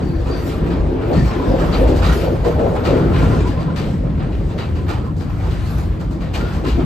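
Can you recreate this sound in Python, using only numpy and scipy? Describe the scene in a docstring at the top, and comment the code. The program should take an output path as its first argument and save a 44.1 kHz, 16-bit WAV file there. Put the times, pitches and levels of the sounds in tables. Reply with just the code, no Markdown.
"""Rolling noise inside the rear carriage of a slow train in a rock cutting: coloured noise bands for floor rumble,
bogie drone, body boom, rail roar, hiss and fizz, each on its own level curve. Rail joints and loose parts clack:
smeared bursts of wheel-coloured noise. Wheel and panel modes sing now and then as wandering tones, and
the floor panel thumps as a damped resonance. A filtered middle and side make the stereo field."""
import sys
import numpy as np
from scipy import signal
from scipy.fft import rfft, irfft, next_fast_len
from scipy.io import wavfile
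from scipy.ndimage import uniform_filter1d, map_coordinates

SR = 44100
rng = np.random.default_rng(int(sys.argv[2]) if len(sys.argv) > 2 else 0)


def wav_record(signal):
    """Record a signal, one row per channel, as 16-bit PCM in the file named by sys.argv[1]."""
    frames = np.transpose(np.atleast_2d(signal))
    bounded = np.clip(frames, -1, 1)
    # unit amplitude maps onto the largest positive 16-bit level
    quanta = np.round(bounded * 32767).astype(np.int16)
    wavfile.write(sys.argv[1], SR, quanta)


N = 302085


def amp(db):
    """Decibels to gain."""
    return 10 ** (np.asarray(db) / 20)


def unit(x):
    """Scale to rms 1."""
    return x / np.sqrt(np.mean(x ** 2) + 1e-20)


def along(points, hz):
    """Read (f/Hz, value) points on a log frequency axis."""
    f, value = np.transpose(points)
    return np.interp(np.log(hz + 1), np.log(f + 1), value)


def curves(rows):
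    """One value per sample for each column after the time."""
    time_s, *columns = np.transpose(rows)
    return [np.interp(np.arange(N) / SR, time_s, column) for column in columns]


def coloured(spectrum):
    """Response of a (f/Hz, level/dB) table."""
    return lambda hz: amp(along(spectrum, hz))


def filtered(x, response):
    """Multiply the spectrum of x by a response of frequency."""
    m = next_fast_len(N + 8192)
    return irfft(rfft(x, m) * response(np.fft.rfftfreq(m, 1 / SR)), m)[..., :N]


def peak(f, hz, width_hz):
    """Magnitude of one resonance, 1 at its centre."""
    return np.abs(f * width_hz / (hz * hz - f * f + 1j * f * width_hz))


def rolling():
    """Rail roughness shakes floor, bogie, body panels and rails; bumps move hiss and fizz together."""
    # rolling noise in the carriage: t/s, floor rumble/dB, bogie drone/dB, body boom/dB
    roll_levels = [(0.0, -26, -38, -24), (0.04, -22, -32, -20), (0.27, -21, -24.5, -28.5),
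                   (0.72, -21, -34, -21.5), (0.82, -14.5, -30.5, -24.5), (1.07, -27, -23, -27),
                   (1.15, -20, -21, -22), (1.2, -18.5, -27, -15), (1.43, -22, -26, -28.5),
                   (1.51, -17.5, -24.5, -20), (2.19, -18.5, -24.5, -24.5), (2.29, -30, -24, -22),
                   (2.38, -21.5, -24.5, -26), (2.88, -23.5, -25, -23), (3.28, -18.5, -17, -17),
                   (3.32, -21.5, -17.5, -21.5), (3.53, -22.5, -27, -22), (4.48, -25, -27, -24.5),
                   (4.67, -37, -22, -27), (4.75, -27, -21, -27), (5.25, -29, -27.5, -23),
                   (5.38, -19, -18.5, -26), (6.32, -25, -31, -26.5), (6.81, -20.5, -25, -22.5),
                   (6.85, -16, -26, -16)]
    # roar of the rails: t/s, lower band/dB, upper band/dB
    rail_levels = [(0, -27.5, -26), (.07, -28.5, -36.5), (.23, -32, -33), (.29, -24.5, -26),
                   (.42, -29, -32.5), (.65, -24, -30.5), (.9, -24.5, -28.5), (1.08, -22.5, -30.5),
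                   (1.14, -20.5, -19), (1.18, -27, -31), (1.32, -28.5, -30), (1.47, -20.5, -28),
                   (1.53, -22.5, -22.5), (1.62, -19.5, -25.5), (1.76, -25, -22.5), (1.81, -18, -19.5),
                   (2, -24, -24.5), (2.22, -24.5, -27.5), (2.27, -24, -23), (2.34, -20, -26.5),
                   (2.42, -29.5, -32.5), (2.47, -20, -18), (2.54, -29.5, -30), (2.6, -23.5, -21),
                   (2.66, -23.5, -19), (2.72, -20.5, -25), (2.82, -29.5, -25), (2.9, -18.5, -19.5),
                   (2.97, -18, -23), (3.07, -19, -24), (3.15, -23.5, -27), (3.32, -21.5, -25),
                   (3.47, -22, -37.5), (3.55, -31, -33), (4.05, -33, -35.5), (4.6, -32.5, -36),
                   (5, -32, -41.5), (5.15, -36.5, -41), (5.38, -39, -42), (5.45, -34.5, -35.5),
                   (5.55, -31.5, -44), (5.7, -36, -41.5), (5.85, -35.5, -40), (6.1, -33.5, -41.5),
                   (6.3, -33, -35.5), (6.45, -23, -28.5), (6.52, -35.5, -37), (6.62, -34.5, -36),
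                   (6.68, -19.5, -33), (6.73, -38, -42), (6.79, -17, -33), (6.85, -29, -35)]
    # rolling contact: t/s, hiss/dB, fizz of small shaken parts/dB, top of the fizz over the fizz/dB
    contact_levels = [(0, -39, -49.5, -9), (.12, -40, -51, 4), (.3, -36, -47, -3), (.5, -35.5, -42, 7.5),
                      (.65, -36.5, -48, 1), (.8, -39.5, -50.5, -2.5), (1.08, -34, -50.5, -1.5),
                      (1.22, -37.5, -44, -3), (1.36, -31.5, -43, -2), (1.66, -31, -41.5, -1),
                      (1.95, -31.5, -44, 1), (2.22, -35.5, -40, 4.5), (2.36, -36.5, -49, 3.5),
                      (2.7, -36.5, -47, 0.5), (3.09, -32, -44, 0.5), (3.35, -29, -40, -2),
                      (3.6, -38, -53, -10), (3.72, -38, -55, -8), (3.87, -40.5, -48.5, -3),
                      (4.15, -42, -58.5, -2), (4.5, -41.5, -48.5, -3), (4.75, -43.5, -63.5, 5.5),
                      (5.15, -47.5, -68, 9), (5.46, -37, -47.5, -3), (5.8, -38, -46, 6),
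                      (6.1, -45.5, -59.5, -1), (6.5, -35.5, -47.5, 0.5), (6.85, -45, -53, -0.5)]
    # floor rumble spectrum: f/Hz, level/dB
    rumble_spectrum = [(11, -40), (20, -27), (36, -12.5), (48, -0.5), (59, 1.5), (70, -6.5), (85, -5.5),
                       (110, -42), (190, -120)]
    # bogie drone spectrum: f/Hz, level/dB
    drone_spectrum = [(55, -11.5), (75, 13), (97, 14), (120, 11), (160, -43.5)]
    # body panel boom spectrum: f/Hz, level/dB
    boom_spectrum = [(65, -43), (110, -5.5), (157, 3), (232, -7), (320, -8.5), (420, -39), (700, -120)]
    # lower rail roar spectrum: f/Hz, level/dB
    roar_spectrum = [(150, -40), (260, 1), (301, -6), (333, 0.5), (392, -4), (450, -5.5), (600, -43),
                     (1200, -120)]
    # upper rail roar spectrum: f/Hz, level/dB
    roar_top_spectrum = [(250, -60), (400, -7.5), (480, 1), (600, -3.5), (720, -10), (888, -14.5),
                         (1000, -15.5), (1300, -46.5), (2200, -120)]
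    # contact hiss spectrum: f/Hz, level/dB
    hiss_spectrum = [(440, -7.5), (750, 1), (908, -3.5), (1010, -1), (1570, -5.5), (4740, -20.5),
                     (6000, -37.5), (7800, -48), (13200, -120)]
    # fizz spectrum: f/Hz, level/dB
    fizz_spectrum = [(4000, -8.5), (5500, -10.5), (9000, -15.5), (10500, -13.5), (12000, -77)]
    # top of the fizz spectrum: f/Hz, level/dB
    fizz_top_spectrum = [(8000, -81), (9000, -5.5), (11000, -1), (12500, 2), (14500, 0), (16000, -2.5)]

    rumble_db, drone_db, boom_db = curves(roll_levels)
    roar_db, roar_top_db = curves(rail_levels)
    hiss_db, fizz_db, tilt_db = curves(contact_levels)
    bumps = rattle(per_s=14, fade_s=.027, size=200)

    rumble = amp(rumble_db + 0.74 * wobble(5.8)) * rush(coloured(rumble_spectrum), patchy_db=-1.5)
    drone = amp(drone_db + 1.6 * wobble(10.0)) * rush(coloured(drone_spectrum), patchy_db=0.5)
    boom = amp(boom_db + 0.79 * wobble(9)) * rush(coloured(boom_spectrum), patchy_db=-0.07)
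    roar = amp(roar_db + 1.0 * wobble(14)) * rush(coloured(roar_spectrum), patchy_db=2.0)
    roar_top = amp(roar_top_db + 0.76 * wobble(16)) * rush(coloured(roar_top_spectrum), patchy_db=2.0)

    hiss = rush(coloured(hiss_spectrum), patchy_db=1.5)
    hiss = hiss + amp(-7.0) * clinks(coloured(hiss_spectrum), count=2200)
    hiss = amp(hiss_db + 1.25 * bumps) * hiss
    fizz = rush(coloured(fizz_spectrum), patchy_db=3.0)
    fizz = fizz + amp(tilt_db) * rush(coloured(fizz_top_spectrum), patchy_db=5.5)
    fizz = amp(fizz_db + 1.0 * bumps + 1.6 * wobble(12)) * fizz
    return rumble + drone + boom + roar + roar_top + hiss + fizz


def clacks():
    """A blow reaches the cabin through many paths, as a burst that swells quickly, holds and dies, treble first."""
    # rail joints and loose parts: t/s, level/dB, low band over it/dB, treble over it/dB, rise scale/ms
    blows = [(.269, -43.5, 7, 7.5, 15), (.323, -43, -12, -5, 14), (.489, -38.5, -2, 6, 14),
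             (0.704, -39.5, 7, 1.5, 9.2), (1.012, -46, 12.5, 1, 14), (1.13, -37.5, 6, 6, 15),
             (1.3, -42.5, 9, -6, 15), (1.598, -39, 10.5, 7, 5), (1.728, -32.5, 0, 2.5, 9),
             (1.876, -38.5, -12, 9.5, 14), (1.959, -43.5, -21, 15.5, 8), (1.987, -50.5, 14.5, -1, 4),
             (2.021, -31.5, 2.5, 2.5, 5.4), (2.042, -31, -19, 7.5, 5), (2.199, -36, -6, 2, 9),
             (2.445, -37.5, 7, 7, 9), (2.588, -46, 12.5, -7, 4), (2.653, -47, 14.5, -9, 4),
             (2.759, -46, 15.5, -11, 14), (2.85, -29.5, 3, 4.5, 26), (3.139, -32, -2.5, -10, 14),
             (3.307, -51, 9.5, 9, 14), (3.468, -43, -1, 12, 14), (3.598, -43.5, 7, 7.5, 14),
             (3.76, -34.5, -1, 6.5, 4), (4.052, -54, 13, -2, 5.8), (4.197, -42.5, 5.5, -4.5, 9),
             (4.319, -43.5, -10, -2, 14), (4.499, -47, 5, -3, 14), (4.581, -35.5, 1, 2, 9),
             (4.756, -42, 0.5, 3, 14), (4.888, -35, 6.5, 7, 19), (5.05, -54, 13.5, 12, 9),
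             (5.165, -59.5, 9, 22, 4), (5.2, -46, 4.5, 10, 9), (5.437, -48, 13.5, 7, 17),
             (5.509, -38.5, -14, 5, 14), (5.659, -49.5, -2, 15.5, 9), (5.78, -60.5, 19.5, 26, 5),
             (5.915, -50.5, 8.5, -3, 11), (6, -48.5, 11, 12.5, 11), (6.108, -56.5, 15, 21, 4),
             (6.209, -41, 0.5, 4, 14), (6.34, -32.5, 0, 8.5, 14), (6.529, -48.5, 2, 14.5, 9),
             (6.645, -35.5, 2, 0, 15), (6.665, -34.5, -10, 7, 9), (6.792, -39.5, 7.5, -4.5, 16)]
    # burst spectrum: f/Hz, level/dB
    burst_spectrum = [(500, 0), (800, 1), (1500, -5.5), (3000, -7), (4700, -12.5), (5500, -20),
                      (6500, -21.5), (9000, -26), (16000, -21), (17000, -100)]
    # modes of the struck wheel: f/Hz, width/Hz, level/dB
    wheel_modes = [(1323, 145, -1), (1840, 15, 5.5), (2365, 70, -2.5), (2840, 60, -6), (4020, 97, -7.5),
                   (4620, 38, 0)]
    lead, hold_s, t60_s = 0.86, 0.03, 0.53  # lead: share of the rise scale before the blow
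    usual_db, longer_per_db = -35, 0.0245  # harder blows die more slowly
    # rows: low, centre, treble
    life = np.array([[1.1], [1], [.75]])  # share of t60
    rise_share = np.array([[1.2], [0.95], [0.8]])

    power, lean = np.zeros((3, N + SR)), np.zeros(N + SR)
    t = np.arange(SR) / SR
    sides = np.tanh(-0.1 + 0.25 * rng.standard_normal(len(blows)))
    for (s, db, low_db, treble_db, rise_ms), side in zip(blows, sides):
        start = max(round((s - lead * rise_ms / 1000) * SR), 0)
        stretch = np.exp(longer_per_db * (db - usual_db))
        swell = 1 - np.exp(-(t * 1000 / (rise_ms * rise_share)) ** 2)
        decay_db = -60 * np.maximum(t - hold_s, 0) / (life * stretch * t60_s)
        bands = (amp(db) * swell * amp([[low_db], [0], [treble_db]] + decay_db)) ** 2
        power[:, start:start + SR] += bands
        lean[start:start + SR] += bands[1] * side

    def clang(f):
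        ringing = sum(amp(db) * peak(f, hz, width_hz) for hz, width_hz, db in wheel_modes)
        return amp(along(burst_spectrum, f)) * (1 + 1.07 * ringing)

    noise = rush(clang, patchy_db=0.45) + amp(-9.5) * clinks(clang, count=2200)
    # a clack is a flurry of small hard contacts
    noise = noise * amp(1.1 * rattle(per_s=350, fade_s=.002, size=12))
    under = [filtered(noise, lambda f: 1 / (1 + (f / hz) ** 6)) for hz in (1500, 5200)]
    parts = np.diff([0 * noise, *under, noise], axis=0)
    pair = np.sum(parts * np.sqrt(power[:, None, :N]), axis=0) / np.std(parts[1])
    # a blow off centre adds a share of the first part to the second
    pair[1] += 1.6 * pair[0] * (lean / (power[1] + 1e-12))[:N]
    return pair


def wheel_song():
    """Each mode is a tone whose size, phase and pitch wander at random: rolling keeps striking it."""
    # singing wheel and panel modes: t/s, f/Hz, level/dB, length/s
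    notes = [(.01, 4610, -52, .26), (0.022, 4470, -59, 0.13), (0.002, 331, -29, 0.313),
             (0.308, 4630, -39.5, 0.063), (0.321, 4460, -49, 0.075), (0.358, 4570, -45, 0.084),
             (0.407, 4520, -52, 0.099), (.46, 12300, -53, .12), (1.157, 1860, -38, 0.062),
             (1.195, 1826, -35, 0.051), (1.243, 2350, -42, 0.054), (1.126, 4400, -45, 0.1),
             (1.161, 4600, -47, 0.077), (1.17, 5120, -48, .04), (1.22, 4450, -47, 0.065),
             (1.272, 4460, -45.5, 0.04), (1.286, 1038, -34.5, 0.1), (1.391, 1035, -32.5, 0.11),
             (1.472, 1009, -36.5, 0.17), (1.481, 518, -22, 0.14), (1.724, 4570, -36.5, 0.06),
             (1.727, 3950, -36, 0.045), (1.729, 1320, -35, 0.044), (1.79, 524.4, -21, 0.18),
             (2.039, 3830, -37, 0.09), (2.045, 4650, -48, .06), (2.023, 12500, -53, .27),
             (2.034, 1198, -28, 0.048), (2.092, 1874, -34.5, 0.075), (2.088, 1367, -30, 0.064),
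             (2.225, 1344, -36, 0.046), (2.652, 580, -21, 0.021), (2.851, 1332, -30.5, 0.043),
             (2.745, 780, -27, 0.031), (2.755, 1370, -39, 0.17), (2.926, 1358, -36, 0.25),
             (3.134, 1030, -29, .038), (3.18, 1392, -36, 0.18), (3.217, 1040, -30, 0.043),
             (3.5, 1030, -46, .06), (3.311, 1386, -39, 0.1), (3.312, 1040, -31, 0.071),
             (3.448, 1018, -30, 0.061), (3.562, 1030, -34, 0.051), (3.661, 1010, -34, 0.06),
             (3.712, 1050, -38.5, 0.04), (4.582, 3870, -45, 0.081), (4.58, 4600, -47, .05),
             (4.76, 1047, -43, 0.1), (4.902, 2450, -43, .05), (5.064, 1015, -39, 0.06),
             (5.429, 902, -38.5, 0.084), (5.602, 1050, -47, .12), (6.21, 1880, -46, 0.089),
             (6.345, 4350, -40, .035), (6.673, 4200, -43, .03), (6.338, 2455, -38, 0.044),
             (6.4, 1414, -35.5, .11), (6.633, 1028, -35, 0.068), (6.776, 734, -32.5, 0.059)]
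    # mode bandwidth: f/Hz, width/Hz
    mode_widths = [(330, 32.7), (520, 130.3), (1030, 90), (1200, 210), (1370, 250), (1390, 60), (1850, 120),
                   (3860, 340), (4350, 480), (4600, 148), (12300, 600)]
    waver_hz, waver_per_s, climb_hz = 12, 25, 30  # random pitch drift, its knot rate, climb over each note
    steady_hz = 80  # held part = steady_hz / mode width

    out = np.zeros((2, N + SR))
    for s, hz, db, length_s in notes:
        count = round(length_s * SR)
        u = np.arange(count) / count
        width_hz = along(mode_widths, hz)
        knots = rng.standard_normal((5, 600))
        wander = np.array([map_coordinates(k, [u * length_s * width_hz]) for k in knots[:4]])
        drift_hz = waver_hz * map_coordinates(knots[4], [u * length_s * waver_per_s])
        phase = 2 * np.pi * np.cumsum(hz + drift_hz + climb_hz * (u - .5)) / SR
        shape = np.clip(u / 0.056, 0, 1) * np.clip((1 - u) / 0.53, 0, 1) ** 0.71
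        tone = (steady_hz / width_hz + wander[:2]) * np.cos(phase) + wander[2:] * np.sin(phase)
        note = np.array([unit(n) for n in shape * tone])
        out[:, round(s * SR):][:, :count] += amp(db) * np.sqrt(np.mean(shape ** 2)) * note
    return out[:, :N]


def thump():
    """The floor panel rings briefly after a jolt: resonant noise plus a held tone, dying exponentially."""
    # jolts of the floor panel: t/s, level/dB, f/Hz, t60/s
    jolts = [(0.668, -15.5, 170, 0.18), (1.161, -8, 193, 0.17), (1.184, -13.5, 141, 0.23),
             (1.63, -18.5, 166, 0.22), (1.783, -20, 110, .25), (2.45, -17, 474, 0.36),
             (2.59, -21.5, 480, .25), (2.905, -20.5, 297, 0.18), (2.959, -19.5, 480, 0.24),
             (3.121, -22, 90.5, 0.13), (3.175, -16, 125, 0.12), (3.222, -10.5, 150, 0.23),
             (3.28, -15.5, 85.5, 0.22), (4.223, -20.5, 131, 0.23), (5.58, -20, 101, 0.45),
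             (6.48, -23.5, 109, 0.089), (6.775, -27, 391, 0.37)]
    width_over_pitch, steady = 0.27, 2.5  # steady: held tone amplitude over the rms of the random part

    out, t = np.zeros((2, N + SR)), np.arange(SR // 2) / SR
    f = np.fft.rfftfreq(len(t), 1 / SR)
    for s, db, hz, t60_s in jolts:
        noise = rng.standard_normal((2, len(t)))
        ring = unit(irfft(rfft(noise) * peak(f, hz, width_over_pitch * hz), len(t)))
        ring = unit(ring + steady * np.sin(2 * np.pi * (hz * t + rng.random((2, 1)))))
        envelope = amp(db - 60 * t / t60_s) * (1 - np.exp(-t / 0.006))
        out[:, round(s * SR):][:, :len(t)] += envelope * ring
    return out[:, :N]


def rush(response, patchy_db):
    """Two unrelated noises, rms 1 together, sharing time-frequency patches of random gain."""
    z = signal.stft(rng.standard_normal((2, N)), nperseg=512)[2]
    patches = uniform_filter1d(rng.standard_normal(z.shape[1:]), size=5, axis=0)
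    patches = unit(uniform_filter1d(patches, size=10, axis=1))
    pair = signal.istft(z * amp(patchy_db * patches), nperseg=512)[1][:, :N]
    return unit(filtered(pair, response))


def clinks(response, count):
    """Loose metal parts ring briefly at scattered pitches; rms 1, coloured by the response."""
    draw, t = rng.random((count, 5)), np.arange(SR // 25) / SR
    hz = 600 + 5000 * draw[:, 1:2] ** 1.5
    size = amp(10 * draw[:, 2:3])
    envelope = amp(-60 * t / 0.19) * (1 - np.exp(-t / 0.0037)) * (1 - t / t[-1])
    ring = size * np.sin(2 * np.pi * hz * t) * envelope
    at = (draw[:, :1] * N).astype(int) + np.arange(len(t))
    pair = []
    for k in (3, 4):  # random gain in each part of the field
        gain = np.cos(2 * np.pi * draw[:, k:k + 1])
        pair.append(np.bincount(at.ravel(), (ring * gain).ravel(), N + SR)[:N])
    return unit(filtered(np.array(pair), response))


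def rattle(per_s, fade_s, size):
    """Small random bumps, mean 0 and rms 1: each jumps up, fades and is smoothed over size samples."""
    kicks = (rng.random(N) < per_s / SR) * rng.random(N)
    fade = np.exp(-np.arange(SR // 2) / SR / fade_s)
    lift = uniform_filter1d(signal.fftconvolve(kicks, fade)[:N], size=size)
    return unit(lift - lift.mean())


def wobble(knots_per_s):
    """A smooth random curve through normally distributed knots."""
    grid_s = np.arange(0, N / SR + .01, .002)
    curve = map_coordinates(rng.standard_normal(400), [grid_s * knots_per_s])
    return np.interp(np.arange(N) / SR, grid_s, curve)


def scene():
    """Sum the sources, shape a middle and a partly related side, and turn them into left and right."""
    # gain of the middle (left plus right): f/Hz, gain/dB; the middle all but vanishes between about 9.4 and
    # 10.3 kHz
    middle_gain = [(20, 2), (8600, -3), (9050, -10), (9400, -54), (10300, -35.5), (11000, -10.5),
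                   (11400, -9.5), (14000, -13.5), (14700, -26), (15050, -22), (15200, -55)]
    # gain of the side (left minus right): f/Hz, gain/dB
    side_gain = [(40, -29), (110, -12), (200, -10.5), (370, -7), (690, -3.5), (1600, -3), (1900, -9),
                 (4300, -5.5), (6300, -6.5), (6900, -9), (7300, -28), (7800, -16), (8400, -2), (11600, -9),
                 (12100, -43.5), (13800, -41.5), (14800, -26), (15800, -7)]
    # part of the side following the middle a quarter cycle ahead: f/Hz, share (-1..1)
    ahead_share = [(300, 0.2), (1000, 0.71), (1500, -.5), (1900, .1), (2400, .35), (4700, .35), (5700, -.3),
                   (7500, .05), (9000, -.6)]
    # channel balance: f/Hz, left minus right/dB
    balance = [(60, 0.5), (110, 1.5), (200, -0.5), (370, 2.5), (690, 2), (1260, -2), (2320, 3.5),
               (4260, 3.5), (7840, 0.5), (14400, 0)]

    near, scattered = rolling() + clacks() + wheel_song() + thump()
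    share = lambda f: np.clip(along(ahead_share, f), -.95, .95)
    across = filtered(near, lambda f: 1j * share(f))
    across = across + filtered(scattered, lambda f: np.sqrt(1 - share(f) ** 2))
    middle = filtered(near, coloured(middle_gain))
    side = filtered(across, coloured(side_gain))
    lean = lambda f: amp(np.outer([.5, -.5], along(balance, f)))
    return filtered(np.array([middle + side, middle - side]), lean)


def record(dry):
    """Soft saturation of the loudest swings, then the band limit."""
    top_hz = 15800
    soft = dry / (1 + np.abs(dry) ** 8) ** (1 / 8)
    return filtered(soft, lambda hz: hz < top_hz)


dry = scene()
out = record(dry)
wav_record(out)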